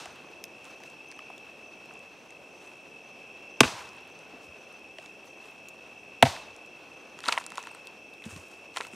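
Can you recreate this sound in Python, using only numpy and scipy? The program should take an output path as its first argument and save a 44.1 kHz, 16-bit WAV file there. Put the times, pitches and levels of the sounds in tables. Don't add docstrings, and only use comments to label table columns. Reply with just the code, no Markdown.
import sys
import numpy as np
from scipy import signal
from scipy.io import wavfile

SR = 44100
rng = np.random.default_rng(int(sys.argv[2]) if len(sys.argv) > 2 else 0)


def transcribe(signal):
    frames = np.atleast_2d(signal).T
    limited = np.clip(frames, -1, 1)
    pcm = np.round(limited * 32767).astype(np.int16)
    wavfile.write(sys.argv[1], SR, pcm)


def decibels_to_gain(level_db):
    exponent = np.asarray(level_db, float) / 20
    return 10 ** exponent


N = 394688
TIME = np.arange(N) / SR


def rms_one(x):
    return x / np.sqrt(np.mean(x ** 2) + 1e-20)


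def peak_one(x):
    return x / np.max(np.abs(x))


def at_hz(points, hz):
    table = np.array(points)
    return np.interp(np.log(hz), np.log(table[:, 0]), table[:, 1])


def power_db(spectrum):
    return 10 * np.log10(np.sum(decibels_to_gain(2 * at_hz(spectrum, np.arange(20, 17000)))))


def add(out, s, sound):
    i = round(s * SR)
    out[max(i, 0):i + len(sound)] += sound[max(-i, 0):len(out) - i]


def drift(rate):
    r = np.exp(-80 * np.pi * rate / SR)
    steps = rng.standard_normal(N // 40 + 2002)
    slow = signal.lfilter([1], [1, -2 * r, r * r], steps)[2000:]
    return np.interp(np.arange(N) / 40, np.arange(len(slow)), rms_one(slow))


def band(x, low_hz, high_hz):
    edges = [low_hz, min(high_hz, .45 * SR)]
    return signal.sosfilt(signal.butter(2, edges, "band", fs=SR, output="sos"), x)


def steep_band(x, low_hz, high_hz):
    return band(band(x, low_hz, high_hz), low_hz, high_hz)


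def ring(x, hz, t60):
    r, w = decibels_to_gain(-60 / (t60 * SR)), 2 * np.pi * hz / SR
    return signal.lfilter([0, np.sin(w)], [1, -2 * r * np.cos(w), r * r], x)


def burst(t60, rise=0., size=2048):
    age = np.arange(size) / SR - rise
    build_up = .5 * (1 + age / (rise + 1e-9))
    shape = np.where(age < 0, build_up, decibels_to_gain(-60 * age / t60))
    click = np.arange(size) == round(rise * SR)
    return rng.standard_normal(size) * shape + 2.47 * click


def parts(click, edges, dbs):
    return sum(decibels_to_gain(db) * peak_one(steep_band(click, *hz)) for hz, db in zip(edges, dbs))


# frequency in Hz, level in dB per Hz.
NIGHT_COLOUR = [(25, -6), (125, -6.5), (300, 1), (620, 2), (1050, -11), (3600, -22.5), (9500, -34.5),
                (16000, -49)]


def night_air(hz, flicker):
    level_db = -54 - power_db(NIGHT_COLOUR) + at_hz(NIGHT_COLOUR, hz)
    return decibels_to_gain(level_db + .6 * flicker + .9 * drift(10))


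CHOIR_HZ = [2645, 2300, 3210, 2535, 2800]
# detuning spread in Hz, wing pulses per second, level in dB, number of singers.
CHOIRS = [(30.2, 50, -52.5, 7.3), (35.16, 41, -67, 5), (60, 59, -68, 5), (21.96, 64, -60.5, 4),
          (25.3, 72, -67.5, 3)]
# time in seconds, level in dB.
CHOIR_SWELL = [(0.0, -58.5), (0.3, -56.5), (0.65, -55), (1.39, -54), (1.49, -55.5), (1.94, -54.5),
               (2.17, -57), (2.99, -55.5), (3.21, -53.5), (3.61, -53.5), (4.16, -55), (5.33, -55.5),
               (6.5, -55), (6.98, -55.5), (7.5, -54.5), (7.7, -54.5), (8.55, -56), (8.95, -53.5)]


def choirs():
    out = np.zeros((2, N))
    swell_s, swell_db = np.transpose(CHOIR_SWELL)
    swell = decibels_to_gain(np.interp(TIME, swell_s, swell_db - np.median(swell_db)))
    coarse = TIME[::8]
    for hz, (spread_hz, per_s, db, singers) in zip(CHOIR_HZ, CHOIRS):
        detune, pace, phase, loud, place = rng.standard_normal((int(singers), 5)).T[:, :, None]
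        detune = rms_one(detune - detune.mean())
        stroke = per_s * (1 + .05 * pace) * coarse + phase * 9 + .5 * drift(3.14)[::8] * place
        pulses = np.maximum(np.sin(2 * np.pi * stroke) + 0.5, 0) * decibels_to_gain(2 * loud)
        wobble = np.cumsum(drift(15)[::8]) * (coarse[1] * spread_hz) * 0.35 * np.tanh(2 * pace)
        tones = pulses * np.exp(2j * np.pi * (spread_hz * detune * coarse + wobble + place))
        carrier = np.exp(2j * np.pi * hz * TIME)

        def sing(envelope):
            full = np.interp(TIME, coarse, envelope.real) + 1j * np.interp(TIME, coarse, envelope.imag)
            return np.real(full * carrier)
        mid = sing(tones.sum(0))
        side = sing((tones * (place - place.mean())).sum(0) * 0.12)
        out += decibels_to_gain(db) * swell * (mid + side * [[1], [-1]]) / np.std(mid)
    blur = steep_band(rng.standard_normal((2, N)), 5160, 6050)
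    return out + decibels_to_gain(-68) * swell * rms_one(blur[0] + 0.24 * blur[1] * [[1], [-1]])


# start in seconds, length in seconds, level in dB.
CHIRPS = [(0.065, 0.11, -82), (0.215, 0.3, -88), (0.694, 0.21, -86), (1.066, 0.13, -83.5),
          (1.215, 0.14, -88), (1.628, 0.15, -85), (2.087, 0.27, -89), (2.505, 0.18, -85),
          (2.996, 0.14, -87), (3.495, 0.084, -87), (4.073, 0.16, -86), (4.568, .22, -86.5),
          (5.268, 0.13, -86), (5.945, 0.1, -86), (6.394, 0.16, -86), (6.673, .1, -91), (6.895, 0.27, -88),
          (7.963, 0.17, -91), (8.137, .033, -90)]


def lone_cricket():
    out = np.zeros((2, N))
    wing_hz, pulses_per_s = 6085, 31.5
    for s, length, db in CHIRPS:
        age = np.arange(round(length * SR)) / SR
        pulses = np.sin(np.pi * pulses_per_s * age) ** 2 + 0.038
        pulses = pulses * np.maximum(np.sin(np.pi * age / length), 0) ** 0.15
        strokes = decibels_to_gain(rng.normal(0, 2.5, 16))[(pulses_per_s * age).astype(int)]
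        tone = np.sin(2 * np.pi * (wing_hz + rng.normal(0, 14)) * age)
        chirp = decibels_to_gain(db + 8.5) * pulses * strokes * tone
        add(out[0], s, chirp * decibels_to_gain(15.0))
        add(out[1], s, chirp * decibels_to_gain(14.5))
    return out


# start in seconds, then knock, click, fizz and spit levels in dB.
POPS = [(0.057, -36, -39, -38, -61), (0.1581, -70, -59, -51, -66), (0.3157, -75, -54, -59, -69),
        (0.4401, -39, -27, -33, -32.5), (0.444, -69, -43, -55, -70), (0.4523, -71, -50, -48, -49),
        (0.644, -59, -56, -42, -66), (0.653, -67, -42, -42.5, -62), (0.8031, -52, -54, -52, -65),
        (0.836, -41, -42, -44.5, -54), (0.9001, -59, -47, -48, -66), (1.115, -46, -37, -41, -59),
        (1.1227, -41, -45, -54, -77), (1.38, -53, -44, -45, -58), (1.8581, -70, -53, -51, -55),
        (1.938, -74, -56, -45, -57),
        (1.9926, -62, -56, -47, -62), (2.3062, -67, -45, -44, -64), (3.8908, -58, -39, -46, -75),
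             (3.9328, -70, -55, -48, -67), (4.0085, -67, -52, -53, -68), (4.0996, -73, -58, -53, -76),
             (4.1901, -73, -46, -47, -67), (4.7948, -59, -53, -55, -58), (4.985, -36, -39, -48, -64),
             (4.9986, -55, -45, -54, -68), (5.06, -44, -39, -45, -61), (5.686, -59, -42, -35.5, -42),
             (5.691, -72, -50, -46, -55), (6.5636, -73, -45, -43, -62), (6.6617, -72, -48, -45, -63),
             (7.871, -54, -33, -39, -48), (8.1377, -71, -57, -52, -53)]
# low edge in Hz, high edge in Hz.
POP_PARTS = [(1500, 2600), (2600, 6000), (6000, 10000), (10000, 16000)]
# start in
# seconds, peak in dB, pitch in Hz.
TICKS = [(.1261, -52, 11000), (.1611, -52, 13000), (1.0871, -48, 9500), (1.1651, -50, 6500),
         (1.1891, -49, 9000), (1.1906, -41, 3600), (1.3021, -49, 9000), (1.9761, -51, 6000),
         (2.4871, -52, 6500), (3.6115, -24, 8000), (4.0761, -50, 9000), (6.2296, -25, 7000),
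         (6.3661, -47, 9000), (7.6491, -48, 9500), (7.7191, -48, 10500), (7.8561, -52, 10000),
         (8.2231, -49, 9000), (8.3001, -48, 8500), (8.4701, -46, 6500), (8.4851, -50, 12000),
         (8.8471, -45, 10000), (8.8781, -48, 13500), (8.8841, -48, 9000), (8.9271, -47, 8000)]
# start in seconds, peak in dB, pitch in Hz.
KNOCKS = [(.0571, -38, 690), (.0591, -40, 1300), (.0731, -44, 1500), (.8031, -45, 790), (.8351, -52, 530),
          (1.1641, -53, 883), (1.1902, -41, 1900), (1.1904, -36.5, 1040), (1.1911, -36.5, 2800),
          (1.3007, -38.5, 700), (1.3011, -39.5, 1050), (1.3801, -42, 3100), (1.9081, -43, 1260),
          (2.3043, -46, 2300), (3.8001, -43.5, 470), (3.8151, -38, 1300), (3.9291, -45, 940),
          (3.9661, -50, 8000), (4.7251, -51, 9600), (4.9841, -35, 2900), (4.9852, -38.5, 680),
          (5.2571, -53, 13000), (5.5101, -55, 12000), (6.3641, -32, 1700), (8.1368, -48, 3400),
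          (8.2216, -40, 2200)]


def fire():
    out = np.zeros(N)
    for s, *dbs in POPS:
        add(out, s, parts(burst(0.0055, size=1024), POP_PARTS, dbs))
    for s, db, hz in TICKS:
        add(out, s, decibels_to_gain(db) * peak_one(band(burst(0.004, size=512), hz / 1.3, hz * 1.3)))
    for s, db, hz in KNOCKS:
        add(out, s, decibels_to_gain(db) * peak_one(band(burst(0.014), hz / 1.14, hz * 1.14)))
    sizes = decibels_to_gain(-54 + 2.5 * np.minimum(rng.exponential(1, N), 3))
    crackle = (rng.random(N) < 22 / SR) * sizes
    dealt = rng.integers(0, 3, N)
    for k, hz in enumerate((6500, 8500, 11000)):
        out += band(crackle * (dealt == k), hz / 0.97, hz * 1.1)
    return out


# peak time in seconds, size in seconds, crunch in dB, dry leaves over crunch in dB.
MOVES = [(0.01, 1, -57, -15), (.67, 0.26, -58, -6), (.86, 0.2, -68.5, 2), (1.3, 0.95, -61.5, -14),
         (1.83, .3, -72, -8), (2.64, 0.45, -58, -7.5), (3.79, 0.22, -47.5, -8), (4.0, 0.64, -58.5, -17),
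         (4.44, 0.097, -63.5, 0), (5.02, 0.33, -62.5, -4), (5.27, 0.18, -73, 6), (5.45, 0.21, -59, -6),
         (6.38, 1, -56.5, -20), (7.29, 0.23, -42.5, -8.5), (7.33, 0.092, -45, -5), (7.4, 0.18, -50.5, -7),
         (7.59, 0.41, -52.5, -8.5), (8.241, 0.026, -47, -10), (8.256, 0.039, -47.5, -4),
         (8.309, 0.14, -51, -2.5), (8.37, 0.44, -57, -2), (8.52, 0.18, -62, -2), (8.771, 0.072, -41, -6),
         (8.83, 0.15, -49, -5.5), (8.95, 0.12, -54, -2)]


def shuffle():
    rest_rustle_db, rest_crunch_db, rest_cloth_db = -72.5, -63.5, -81.5
    coarse = TIME[::64]
    s, size, db, dry_db = np.transpose(MOVES)[:, :, None]
    away = np.maximum((s - coarse) / (0.39 * size), (coarse - s) / (0.69 * size))
    power = decibels_to_gain(2 * db - 40 * away)
    rustle = np.sqrt(decibels_to_gain(2 * rest_rustle_db) + (power * decibels_to_gain(2 * dry_db)).sum(0))
    crunch = np.sqrt(decibels_to_gain(2 * rest_crunch_db) + power.sum(0))
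    cloth = decibels_to_gain(rest_cloth_db) * (rustle / decibels_to_gain(rest_rustle_db)) ** 0.65
    return [np.interp(TIME, coarse, gain) for gain in (rustle, crunch, cloth)]


# frequency in Hz, level in dB per Hz.
RUSTLE_COLOUR = [(2500, -18.5), (4000, 1), (6000, 6), (9000, -19), (12000, -3), (16000, -19)]
# frequency in Hz, level in dB per Hz.
CRUNCH_COLOUR = [(250, -17), (600, -14.5), (1000, -2), (2000, -13.5), (3500, -8.5), (6000, -58)]
# frequency in Hz, level in dB per Hz.
CLOTH_COLOUR = [(6000, -22), (10000, -6), (12500, -7), (15000, -11), (17000, -13)]


def litter():
    rustle, crunch, cloth = shuffle()
    grain = rms_one(decibels_to_gain(np.clip(3.9 * drift(38.8) + 2.8 * drift(1.6), -9, 5)))
    return [(rustle * decibels_to_gain(-0.5 - power_db(RUSTLE_COLOUR)) * grain, RUSTLE_COLOUR),
            (crunch * decibels_to_gain(2.5 - power_db(CRUNCH_COLOUR)) * grain, CRUNCH_COLOUR),
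            (cloth * decibels_to_gain(1.5 - power_db(CLOTH_COLOUR)), CLOTH_COLOUR)]


def grit(per_s, low_hz, high_hz):
    sizes = decibels_to_gain(3 * np.minimum(rng.exponential(1, N), 3)) * rng.choice([-1, 1], N)
    clicks = (rng.random(N) < per_s / SR) * sizes
    return rms_one(steep_band(clicks, low_hz, high_hz))


def litter_grit():
    rustle, crunch, _ = shuffle()
    return crunch * decibels_to_gain(-4.0) * grit(1200, 1090, 4070) + rustle * decibels_to_gain(-0.5) * grit(1800, 5000, 9930)


# start in seconds, peak in dB, pitch in Hz.
THUDS = [(.0701, -54, 60), (3.6323, -28, 240), (3.6441, -30, 90), (3.7338, -48, 127), (3.8401, -52, 90),
         (4.3335, -44, 250), (4.4811, -50, 80), (6.2323, -24, 135), (6.2625, -30, 90), (7.2762, -38.5, 253),
         (7.5224, -49, 231), (8.2596, -31, 226), (8.2676, -43, 100), (8.3211, -39.5, 94),
         (8.3597, -37.5, 204), (8.3751, -44, 90), (8.8031, -34.5, 400), (8.9326, -39, 370),
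         (8.934, -42, 205)]


def thuds():
    out = np.zeros(N)
    for s, db, hz in THUDS:
        push = band(burst(0.031, size=4096), hz / 2.06, hz * 2.27)
        add(out, s, decibels_to_gain(db) * peak_one(ring(push, hz, 10.0 / hz)))
    return out


# start in
# seconds, then wood, tear, crack and splinter levels in dB.
SNAPS = [(7.189, -36.5, -42, -41, -38), (7.204, -50, -40, -38, -38), (7.2345, -63, -54, -49, -39),
         (7.2384, -32, -35, -33, -42), (7.243, -50, -35, -38, -41), (7.2525, -55, -51, -36, -38),
         (7.2577, -36, -34, -26, -37), (7.265, -32, -34, -54, -37), (7.273, -53, -49, -61, -35),
         (7.2809, -31, -23.5, -34, -30), (7.2842, -19.5, -39, -15, -20), (7.2866, -13, -31, -30, -32),
         (7.2925, -20, -23, -29, -26), (7.305, -46, -52, -50, -38), (7.3157, -44, -53, -52, -38),
         (7.3222, -34, -30, -30, -23.5), (7.324, -21, -16, -16.5, -25), (7.3271, -32, -23, -35, -25),
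         (7.3293, -36, -29, -30, -28), (7.338, -29, -30, -35, -34), (7.344, -31, -35, -40, -45),
         (7.359, -53, -52, -55, -59), (7.3697, -30, -40, -41, -36), (7.3759, -15.5, -15, -35, -37),
         (7.382, -28, -29, -34, -30), (7.3856, -29, -41, -40, -36), (7.4, -47, -46, -53, -36),
         (7.4051, -45, -53, -54, -40), (7.411, -33, -54, -61, -62), (7.44, -62, -54, -38, -40),
         (7.464, -37, -45, -40.5, -22.5), (7.503, -62, -43, -43, -38), (7.5196, -32.5, -37, -40, -39),
         (7.5554, -59, -45, -41, -36), (7.574, -41, -30, -37, -31), (7.58, -22, -42, -31, -32),
         (7.5897, -36, -62, -63, -41), (7.6274, -48, -52, -44, -35.5), (7.6372, -41, -39, -47, -44),
         (7.67, -49, -38, -45, -42), (7.671, -31.5, -39, -43, -42),
         (7.69, -61, -57, -67, -49), (7.714, -42, -56, -61, -48), (7.7483, -39, -45, -49, -46),
              (8.2394, -53, -56, -37, -80), (8.307, -40, -56, -55, -45), (8.362, -47, -42, -41, -43),
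              (8.741, -50, -58, -47, -49), (8.753, -55, -55, -64, -65), (8.762, -31, -26, -36, -37),
              (8.769, -41, -34, -38, -34), (8.7702, -21.5, -28, -27, -23.5), (8.7742, -29, -32, -39, -36),
              (8.778, -34, -33, -38, -38), (8.783, -40, -35, -38, -32), (8.804, -25, -38, -54, -59),
              (8.8083, -30, -21.5, -28.5, -32), (8.814, -34, -31, -57, -44), (8.818, -34, -37, -58, -49),
              (8.824, -55, -52, -43, -48), (8.835, -59, -54, -45, -48), (8.849, -39, -33.5, -41, -52),
              (8.868, -43, -49, -45, -40), (8.934, -45, -38, -57, -41)]
# low edge in Hz, high edge in Hz.
SNAP_PARTS = [(1600, 2900), (2900, 4600), (4800, 9800), (9800, 16000)]
# frequency in Hz, t60 in seconds, level in dB.
SNAP_MODES = [(730, 0.032, -11), (1047, 0.012, 21), (1355, 0.017, 16.5)]


def splitting():
    out = np.zeros(N)
    for s, wood_db, *dbs in SNAPS:
        tear = burst(0.0065, rise=0.0003, size=1024)
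        wood = np.zeros(1024)
        for hz, t60, mode_db in SNAP_MODES:
            wood += decibels_to_gain(mode_db + rng.normal(0, 2.5)) * ring(tear, hz, t60)
        add(out, s, decibels_to_gain(wood_db) * peak_one(band(wood, 450, 1570)))
        top_db = dbs[-1] - 25.5
        add(out, s, parts(tear, SNAP_PARTS, dbs + [top_db]))
    return out


# start in seconds, pitch in Hz, level in dB.
TINKS = [
    (7.7121, 8300, -49),
    (7.7461, 11500, -62),
    (7.7481, 8300, -46),
]


def blade_tinks():
    out = np.zeros(N)
    click = np.arange(8192) == 0
    for s, hz, db in TINKS:
        add(out, s, decibels_to_gain(db) * ring(click, hz, 0.03))
    return out


# start in seconds, blow in dB, splintering t60 in seconds, scattered sound in dB.
BLOWS = [
    (-.06, -60, .012, -38),
    (3.605, -1.5, 0.0044, -28.5),
    (6.225, -2, 0.0037, -30),
]
# frequency in Hz, level in dB per Hz.
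BITE_SCATTER = [(50, -7), (280, -9), (600, -8), (1050, 0.5), (1500, -8), (2500, -6.5), (6500, -6),
                (16000, -35)]
# frequency in Hz, level in dB per Hz.
SPLIT_SCATTER = [(50, -5), (430, -17), (680, -1), (900, -3.5), (1510, -12.5), (4220, -5.5), (9570, -16.5),
                 (16000, -39)]
# frequency in Hz, t60 in seconds.
SCATTER_T60 = [(60, 1), (250, 0.71), (900, 0.83), (3000, 0.59), (12000, 0.41)]


def add_scatter(power, hz):
    age = TIME[:SR]
    onset = np.interp(age, [0, .004, .02, .03], [0.005, 1.0, 0.23, 1.0])
    fade = onset * decibels_to_gain(-60 * age / at_hz(SCATTER_T60, hz))
    for (s, _, _, scatter_db), colour in zip(BLOWS, (BITE_SCATTER, BITE_SCATTER, SPLIT_SCATTER)):
        level = decibels_to_gain(scatter_db + at_hz(colour, hz) - power_db(colour))
        add(power, s, (fade * level) ** 2)


# frequency in Hz, side minus mid in dB.
SPREAD = [(60, -10.5), (180, -8.5), (550, -15), (1650, -5.5), (4970, -6), (15000, -15)]


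def woods():
    out = 0
    edges = 25 * 2 ** np.arange(0, 9.6, .5)
    white = rng.standard_normal((2, 2, N))
    moving = litter()
    flicker = drift(0.94)
    for k, (low, high) in enumerate(zip(edges, edges[1:])):
        hz = np.sqrt(low * high)
        near_power = sum((gain * decibels_to_gain(at_hz(colour, hz))) ** 2 for gain, colour in moving)
        add_scatter(near_power, hz)
        near, far = np.sqrt(near_power), night_air(hz, flicker)
        mid, side = band(white[k % 2], low, high) * np.sqrt(SR / 2)
        width = np.sqrt((far * decibels_to_gain(at_hz(SPREAD, hz))) ** 2 + (near * decibels_to_gain(-19.0)) ** 2)
        out = out + np.sqrt(near ** 2 + far ** 2) * mid + width * side * [[1], [-1]]
    return out


# frequency in Hz, t60 in seconds, level in dB.
BITE_MODES = [(134, 0.055, -19), (233, 0.033, -14.5), (295, .02, -16.5), (413, 0.027, -15),
              (496, 0.026, -18.5), (660, 0.036, -15), (862, 0.028, -15), (1055, 0.034, -15),
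              (1190, 0.026, -13.5), (1470, .016, -12.5), (1615, 0.0097, -14.5), (1850, 0.018, -21),
              (2340, 0.014, -12), (2600, 0.0096, -6)]
# frequency in Hz, t60 in seconds, level in dB.
SPLIT_MODES = [(135, 0.07, -17.5), (248, 0.046, -14.5), (405, 0.035, -23.5), (520, 0.064, -24),
               (678, 0.036, -4), (785, 0.018, -8), (926, 0.026, -8), (1575, 0.032, -16),
               (1950, 0.019, -20.5), (2590, 0.019, -8)]
# band in Hz, t60 in seconds, first blow in dB, second blow in dB.
CRACK = [(507, 0.044, -32, -19), (1225, 0.034, -12, -4.5), (1550, 0.022, -5, -14), (2070, 0.038, -13, -5.5),
         (2290, 0.018, -4, 0), (3360, 0.02, 1.5, -2.5), (4570, 0.011, -21, -42), (6100, 0.014, -1, -11),
         (8600, 0.024, -8.5, -12.5), (11800, 0.0098, -30, -16), (14200, 0.016, -21, -24)]
# delay in seconds, first blow in dB, second blow in dB.
ECHOES = [(.027, -21, -22), (.031, -32, -28), (.035, -21, -26), (.039, -26, -30), (.044, -29, -43),
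          (.05, -32, -26), (.072, -30, -37)]


def hatchet():
    out = np.zeros(N)
    age = np.arange(8192) / SR
    for k, modes in enumerate((BITE_MODES, SPLIT_MODES)):
        s, blow_db, t60, _ = BLOWS[k + 1]
        drive = burst(t60, size=8192)
        body = np.zeros(8192)
        for m, (hz, ring_s, db) in enumerate(modes):
            tone = peak_one(ring(ring(drive, hz, 5.6 / hz), hz, ring_s))
            ground_lag = 0.53 / hz
            add(body, ground_lag, (-1) ** m * decibels_to_gain(db) * tone)
        for hz, crack_s, *db in CRACK:
            noise = rms_one(band(rng.standard_normal(8192), hz / 1.24, hz * 1.18))
            shape = (1 - np.exp(-age / 0.0007)) * decibels_to_gain(-60 * age / crack_s)
            body += decibels_to_gain(db[k] - 4.5) * noise * shape
        body = band(body, 90, 16000)
        add(out, s, decibels_to_gain(blow_db) * body)
        for delay, *db in ECHOES:
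            rough_bark = peak_one(burst(0.0018, size=64))
            echo = band(np.convolve(body[:1024], rough_bark), 220, 3200)
            add(out, s + delay, decibels_to_gain(blow_db + db[k]) * echo)
    return out


def scene():
    close = fire() + litter_grit() + thuds() + splitting() + blade_tinks() + hatchet()
    smear = rms_one(burst(0.035, size=512)) / np.sqrt(512)
    side = decibels_to_gain(-27.0) * band(np.convolve(close, smear, "full")[:N], 900, 12000)
    mix = choirs() + lone_cricket() + woods() + close + side * [[1], [-1]]
    return mix * decibels_to_gain(-0.01 * np.array([[1], [-1]]))


def roll_off(x):
    return signal.sosfilt(signal.butter(12, 17020, fs=SR, output="sos"), x)


def record(dry):
    thin = signal.sosfilt(signal.butter(2, 90, "high", fs=SR, output="sos"), dry)
    clipped = np.clip(thin, -.96, .96)
    mix = signal.sosfilt(signal.cheby2(12, 80, 16900, fs=SR, output="sos"), clipped)
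    return roll_off(mix)


dry = scene()
out = record(dry)
transcribe(out)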